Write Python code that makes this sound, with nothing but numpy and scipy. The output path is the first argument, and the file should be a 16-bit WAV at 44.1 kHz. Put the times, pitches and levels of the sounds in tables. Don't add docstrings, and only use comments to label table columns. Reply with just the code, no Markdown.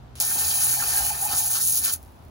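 import sys
import numpy as np
from scipy import signal
from scipy.fft import rfft, irfft, next_fast_len
from scipy.io import wavfile
from scipy.ndimage import map_coordinates

SR = 44100
rng = np.random.default_rng(int(sys.argv[2]) if len(sys.argv) > 2 else 0)


def int16_out(signal):
    q = np.round(np.clip(np.atleast_2d(signal).T, -1, 1) * 32767)
    wavfile.write(sys.argv[1], SR, q.astype(np.int16))


N = 101429
TIME = np.arange(N) / SR
LEAK_S, OPEN_S, SHUT_S = .1545, .2015, 1.95
MID_ONLY = np.array([[1], [0]])


def amp(db):
    return 10 ** (np.asarray(db) / 20)


def unit(x):
    return x / np.sqrt(np.mean(x ** 2) + 1e-20)


def along(points, hz):
    point_hz, values = np.transpose(points)
    return np.interp(np.log(hz + 1), np.log(point_hz + 1), values)


def curves(rows):
    times, *columns = np.transpose(rows)
    return [np.interp(TIME, times, column) for column in columns]


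def wobble(rate):
    return map_coordinates(rng.standard_normal(int(N * rate / SR) + 4), [TIME * rate])


def filtered(x, response):
    size = next_fast_len(N + SR // 2)
    return irfft(rfft(x, size) * response(np.fft.rfftfreq(size, 1 / SR)), size)[..., :N]


def equalised(x, spectrum):
    return filtered(x, lambda hz: amp(along(spectrum, hz)))


def coloured(x, spectrum):
    return unit(equalised(x, spectrum))


def resonance(hz, centre_hz, width_hz):
    return (1j * hz * width_hz / (centre_hz ** 2 - hz ** 2 + 1j * hz * width_hz)) ** 2


def swept(drive, centre_hz, width_hz):
    carrier = np.exp(2j * np.pi * np.cumsum(centre_hz) / SR)
    pole = np.exp(-np.pi * width_hz / SR)
    ring = signal.lfilter([1], np.poly([pole, pole]), drive / carrier) * carrier
    return unit(ring.real)


def stereo(pair, alike):
    turn = lambda hz: np.arccos(np.clip(along(alike, hz), -1, 1)) / 2
    mid, side = filtered(pair, lambda hz: np.array([np.cos(turn(hz)), np.sin(turn(hz))]))
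    return np.array([mid + side, mid - side])


def droplets(per_s, spread_db, life_ms, mist_db):
    lands = rng.random(N) < per_s / SR
    hits = lands * amp(spread_db * np.clip(rng.standard_normal(N), -2, 2))
    power = signal.lfilter([1], [1, -np.exp(-2000 / (life_ms * SR))], hits ** 2)
    envelope = np.sqrt(power / power.mean() + amp(mist_db) ** 2)
    return unit(envelope * rng.standard_normal((2, N)))


def snaps(rows, life_ms):
    age = np.arange(SR // 10) / SR
    decay = np.exp(-1000 * age / life_ms)
    out = np.zeros(N + SR)
    for start_s, db in rows:
        out[round(start_s * SR):][:len(age)] += amp(db) * decay * rng.choice([-1, 1], len(age))
    return out[:N] * MID_ONLY


# frequency in Hz, relative level in dB.
STREET_COLOUR = [(20, -39), (38, -11), (60, 3), (85, 0), (110, -3.5), (170, -10), (300, -13), (500, -18.5),
                 (780, -14.5), (1100, -20), (2000, -30.5), (4000, -34), (9000, -46.5), (16000, -46)]
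# frequency in Hz, likeness of left and right from 0 to 1.
STREET_ALIKE = [(50, 0.66), (200, 0.85), (500, 0.16), (1000, 0.047), (4000, 0.089)]
# time in seconds, pitch in Hz, level in dB of its upper tone.
ENGINE = [(0, 122.6, -50), (.4, 127.2, -50.5), (.8, 132.5, -46), (1.2, 135.7, -51), (1.65, 138.5, -51),
          (1.95, 138, -63), (2.3, 138.4, -74)]
DRONE_RATIO, DRONE_DB = .615, -53

def street():
    pitch_hz, level_db = curves(ENGINE)
    phase = 2 * np.pi * np.cumsum(pitch_hz * (1 + 0.0069 * wobble(11.84))) / SR
    hum = amp(level_db + 1.37 * wobble(7.12)) * np.sin(phase)
    drone = amp(DRONE_DB + 0.74 * wobble(7.2)) * np.sin(DRONE_RATIO * phase)
    air = stereo(coloured(rng.standard_normal((2, N)), STREET_COLOUR), STREET_ALIKE)
    return np.sqrt(2) * (hum + drone) + amp(-46.5) * air


def breeze(peak_s=0.98, swell_s=0.15, level_db=-44):
    colour = [(15, -30), (35, -5), (60, -2), (90, -12), (200, -35), (1000, -90)]
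    rumble = stereo(coloured(rng.standard_normal((2, N)), colour), STREET_ALIKE)
    return rumble * amp(level_db) * np.exp(-((TIME - peak_s) / swell_s) ** 2)


def settling():
    colour = [(500, -16), (2000, -16), (5000, -3.5), (8000, -1), (10500, 2), (16000, 2)]
    patter = coloured(droplets(per_s=370, spread_db=10, life_ms=.6, mist_db=0), colour)
    age = np.maximum(TIME - SHUT_S, 0)
    return patter * (TIME > SHUT_S) * (amp(-62 - 10 * age) + amp(-50.5 - 114 * age))


def leak(level_db=-45.5):
    colour = [(200, -13), (800, -2), (2500, 2), (5000, 4), (8000, 0), (10000, 7.5), (12000, -1),
              (16000, -4)]
    thin = coloured(droplets(per_s=750, spread_db=6, life_ms=0.43, mist_db=7), colour)
    spurt_db = 5 * np.exp(-np.abs(TIME - LEAK_S) / 0.0035)
    return thin * (TIME > LEAK_S) * (TIME < OPEN_S) * amp(level_db + spurt_db)


# start in seconds, relative level in dB.
THUDS = [(.356, -33.5), (1.331, -32.5)]

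def thuds():
    dull = [(60, -5), (160, 15), (350, 14), (600, 7.5), (2000, -25)]
    return equalised(snaps(THUDS, life_ms=11.5), dull)


# time in seconds, relative level in dB.
HOLLOW_LEVEL = [(0.21, -46), (0.234, -40.5), (0.258, -55), (0.392, -46), (0.73, -48.5), (0.8, -40.5),
                (0.852, -47.5), (0.97, -42), (1.064, -42), (1.13, -42.5), (1.18, -48.5), (1.24, -43),
                (1.37, -42), (1.45, -46.5), (1.56, -48.5), (1.62, -57), (1.928, -55.5), (1.945, -70)]

def hollow(centre_hz=799, width_hz=178):
    level_db, = curves(HOLLOW_LEVEL)
    drive = droplets(per_s=600, spread_db=1, life_ms=0.65, mist_db=0)
    ring = unit(filtered(drive, lambda hz: resonance(hz, centre_hz, width_hz)))
    return ring * amp(level_db + 2 + 0.6 * wobble(35.1))


# time of the peak in seconds, pitch in Hz, level in dB at the hand.
GULPS = [(.806, 814, -33), (1.011, 781, -29), (1.111, 840, -29), (1.233, 788, -29.5), (1.266, 841, -31),
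         (1.315, 799, -31.5), (1.339, 789, -31)]

def gulps(swell_s=0.008):
    out = np.zeros(N)
    for peak_s, hz, db in GULPS:
        phase = 2 * np.pi * (rng.random() + np.cumsum(hz * (1 + 0.01502 * wobble(120))) / SR)
        out += amp(db) * np.exp(-((TIME - peak_s) / swell_s) ** 2) * np.sin(phase)
    return out * MID_ONLY


# peak time and length in seconds, pitch in Hz, level in dB at the hand.
SPLASHES = [(0.315, 0.015, 1610, -37.5), (0.803, 0.013, 1780, -32), (.828, 0.022, 1390, -35),
            (.925, 0.042, 1760, -40), (0.968, 0.057, 1700, -37), (0.998, .018, 1500, -39.5),
            (1.334, 0.042, 1306, -37.5), (1.564, 0.03, 1360, -39), (1.856, 0.025, 1622, -41),
            (1.888, 0.027, 1400, -37)]

def splashes(fall_octaves=0.023, width_ratio=0.28):
    out = np.zeros((2, N))
    for peak_s, length_s, hz, db in SPLASHES:
        lengths = np.clip((TIME - peak_s) / length_s, -3, 3)
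        grains = droplets(per_s=1400, spread_db=2, life_ms=1, mist_db=2)
        pocket = swept(grains, hz * 2 ** (-fall_octaves * lengths), width_ratio * hz)
        out += amp(db) * np.exp(-2 * lengths ** 2) * pocket
    return out


# start in seconds, length in seconds, level in dB at the hand.
SPLATS = [(.508, 0.013, -30), (1.315, 0.026, -38), (1.549, 0.041, -35.5), (1.839, 0.028, -36.5),
          (1.888, .026, -37)]

def splats(attack_s=.002):
    gain = np.zeros(N)
    for start_s, length_s, db in SPLATS:
        age = np.maximum(TIME - start_s, 0)
        gain += amp(db) * (1 - np.exp(-age / attack_s)) * np.exp(-(age / length_s) ** 4)
    colour = [(600, -19), (1500, -5), (2200, -8.5), (3200, 2), (4000, 0), (4700, 4.5), (6000, -15),
              (9000, -36)]
    return gain * coloured(droplets(per_s=800, spread_db=1, life_ms=.5, mist_db=2), colour)


# time in seconds, relative level in dB.
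SPATTER_LEVEL = [(.21, -42), (.28, -50.5), (.32, -44), (.7, -43.5), (1.05, -42.5), (1.17, -49), (1.33, -47),
                 (1.45, -51.5), (1.566, -49), (1.68, -53), (1.81, -53), (1.86, -42.5), (1.945, -51)]
# centre in Hz, width in Hz, gain in dB.
FINGER_MODES = [(2466, 330, -3), (3090, 200, -5), (3992, 280, -5), (4490, 180, -1.5)]

def finger_spatter():
    level_db, = curves(SPATTER_LEVEL)
    out = np.zeros((2, N))
    for hz, width_hz, db in FINGER_MODES:
        grains = droplets(per_s=450, spread_db=4, life_ms=0.46, mist_db=-5)
        gain = amp(db + 2.05 * wobble(28))
        out += gain * swept(grains, hz * (1 + 0.026 * wobble(12)), width_hz)
    return out * amp(level_db)


# time in seconds, relative level in dB.
SLAP_LEVEL = [(0.21, -49), (0.296, -45), (0.518, -46), (0.562, -50.5), (0.682, -42.5), (0.785, -48),
              (0.804, -46.5), (0.87, -44), (0.904, -43), (1.194, -48), (1.344, -46.5), (1.392, -49.5),
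              (1.522, -52), (1.562, -45.5), (1.654, -57), (1.812, -51.5), (1.88, -43.5), (1.945, -54)]
SIZZLE_LEVEL = [(0.21, -32), (0.272, -40.5), (0.446, -38), (0.77, -40.5), (0.904, -36), (1.252, -47),
                (1.348, -35.5), (1.498, -44.5), (1.566, -32.5), (1.596, -41), (1.62, -33.5), (1.668, -50),
                (1.774, -37), (1.808, -48), (1.842, -36), (1.876, -36.5), (1.89, -34), (1.945, -47)]
# frequency in Hz, relative level in dB.
SLAP_COLOUR = [(80, -17), (180, -12.5), (350, -0.5), (520, -5.5), (1050, -1.5), (1400, 0.5), (2150, 3),
               (3000, -8.5), (6000, -25)]
SIZZLE_COLOUR = [(500, -28), (2000, -33.5), (3000, -8), (3700, -4), (4500, 1), (5600, 2), (7000, 1.5),
                 (10000, -11), (16000, -28)]
# centre in Hz, width in Hz, relative gain in dB.
PALM_MODES = [(1317, 196, -3), (1486, 160, -0.5), (1781, 200, 0)]

def palm_splatter():
    slap_db, = curves(SLAP_LEVEL)
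    sizzle_db, = curves(SIZZLE_LEVEL)
    grains = droplets(per_s=1100, spread_db=3.5, life_ms=0.48, mist_db=0)
    palm = lambda hz: sum(amp(db) * resonance(hz, centre, width) for centre, width, db in PALM_MODES)
    gurgle = unit(filtered(grains, palm))
    slap = coloured(grains[::-1], SLAP_COLOUR)
    body = (slap + gurgle) * amp(slap_db + 1.5 + 1.74 * wobble(59.84))
    sizzle = coloured(grains, SIZZLE_COLOUR) * amp(sizzle_db + 3.5 + 1.34 * wobble(48.8))
    return body + sizzle


# start in seconds, relative level in dB.
SLUGS = [(.2017, -13), (.2058, -20), (.2083, -23), (.2110, -19), (.2187, -14), (.2251, -17), (.2398, -21),
         (.9739, -17), (1.3959, -12), (1.5155, -24), (1.6527, -18), (1.6797, -32), (1.7566, -12),
         (1.7765, -19), (1.8505, -14)]
DRIPS = [(2.022, -45), (2.029, -33.5)]

def slugs_and_drips():
    smacks = snaps(SLUGS, life_ms=0.16)
    drips = amp(-11.5) * snaps(DRIPS, life_ms=1.2)
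    bright = [(300, -22), (2500, -22), (4200, -1), (6500, 7.5), (10000, 10), (16000, 11)]
    return equalised(smacks + drips, bright)


# time in seconds, relative level in dB.
HISS_LEVEL = [(0.21, -25), (0.258, -29.5), (0.34, -27), (0.746, -24), (0.778, -30.5), (0.794, -26),
              (1.068, -26.5), (1.146, -31.5), (1.204, -33.5), (1.214, -29), (1.31, -30), (1.382, -25.5),
              (1.498, -27.5), (1.508, -25), (1.596, -28), (1.61, -24.5), (1.778, -25), (1.808, -29),
              (1.852, -25), (1.914, -29.5), (1.938, -23.5), (1.945, -34.5)]
# frequency in Hz, relative level in dB.
HISS_COLOUR = [(200, -29), (1000, -45), (2500, -24.5), (4000, -14.5), (5500, -12.5), (6600, -2.5),
               (7500, -5.5), (8300, -4), (9300, 3), (10400, 2), (11600, -1.5), (13400, 1.5), (16000, -3)]

def hiss():
    level_db, = curves(HISS_LEVEL)
    grains = coloured(droplets(per_s=2400, spread_db=5.5, life_ms=0.37, mist_db=2), HISS_COLOUR)
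    flutter_db = 1.4 * wobble(44.81) + 0.65 * wobble(220)
    return grains * amp(level_db + 4 + flutter_db)


def valve(fall_db_per_s=852):
    return (TIME >= OPEN_S) * amp(-fall_db_per_s * np.maximum(TIME - SHUT_S, 0))


# frequency in Hz, likeness of left and right from 0 to 1.
SPRAY_ALIKE = [(200, 0.92), (900, 0.95), (2000, 0.91), (3500, 0.26), (5000, 0.41), (6500, 1), (10000, 1),
               (16000, 1)]
# delay in milliseconds, gain.
ECHOES = [(1.9, 0.021), (4.4, 0.17), (7.3, 0.15), (11.6, 0.083), (24, 0.13)]
# frequency in Hz, lead of the left microphone in radians.
LEFT_LEAD = [(0, 0), (1800, 2), (2150, 3.5), (2500, 4.5), (3300, 4), (3950, 6.5), (5900, 6.5),
             (16000, -6.5)]

def at_microphones(water):
    def path(hz):
        echoes = 1 + sum(gain * np.exp(-2j * np.pi * hz * ms / 1000) for ms, gain in ECHOES)
        lead = np.interp(hz, *np.transpose(LEFT_LEAD))
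        return echoes * np.exp(np.outer([.5j, -.5j], lead))
    return filtered(stereo(water, SPRAY_ALIKE), path)


def scene():
    jet = hiss() + palm_splatter() + finger_spatter() + splats() + splashes() + hollow() + gulps()
    water = valve() * jet + slugs_and_drips() + thuds() + leak() + settling()
    return at_microphones(water) + street() + breeze()


def record(dry):
    top_hz = 15850
    return filtered(dry, lambda hz: 1 / (1 + (hz / top_hz) ** 200))


dry = scene()
out = record(dry)
int16_out(out)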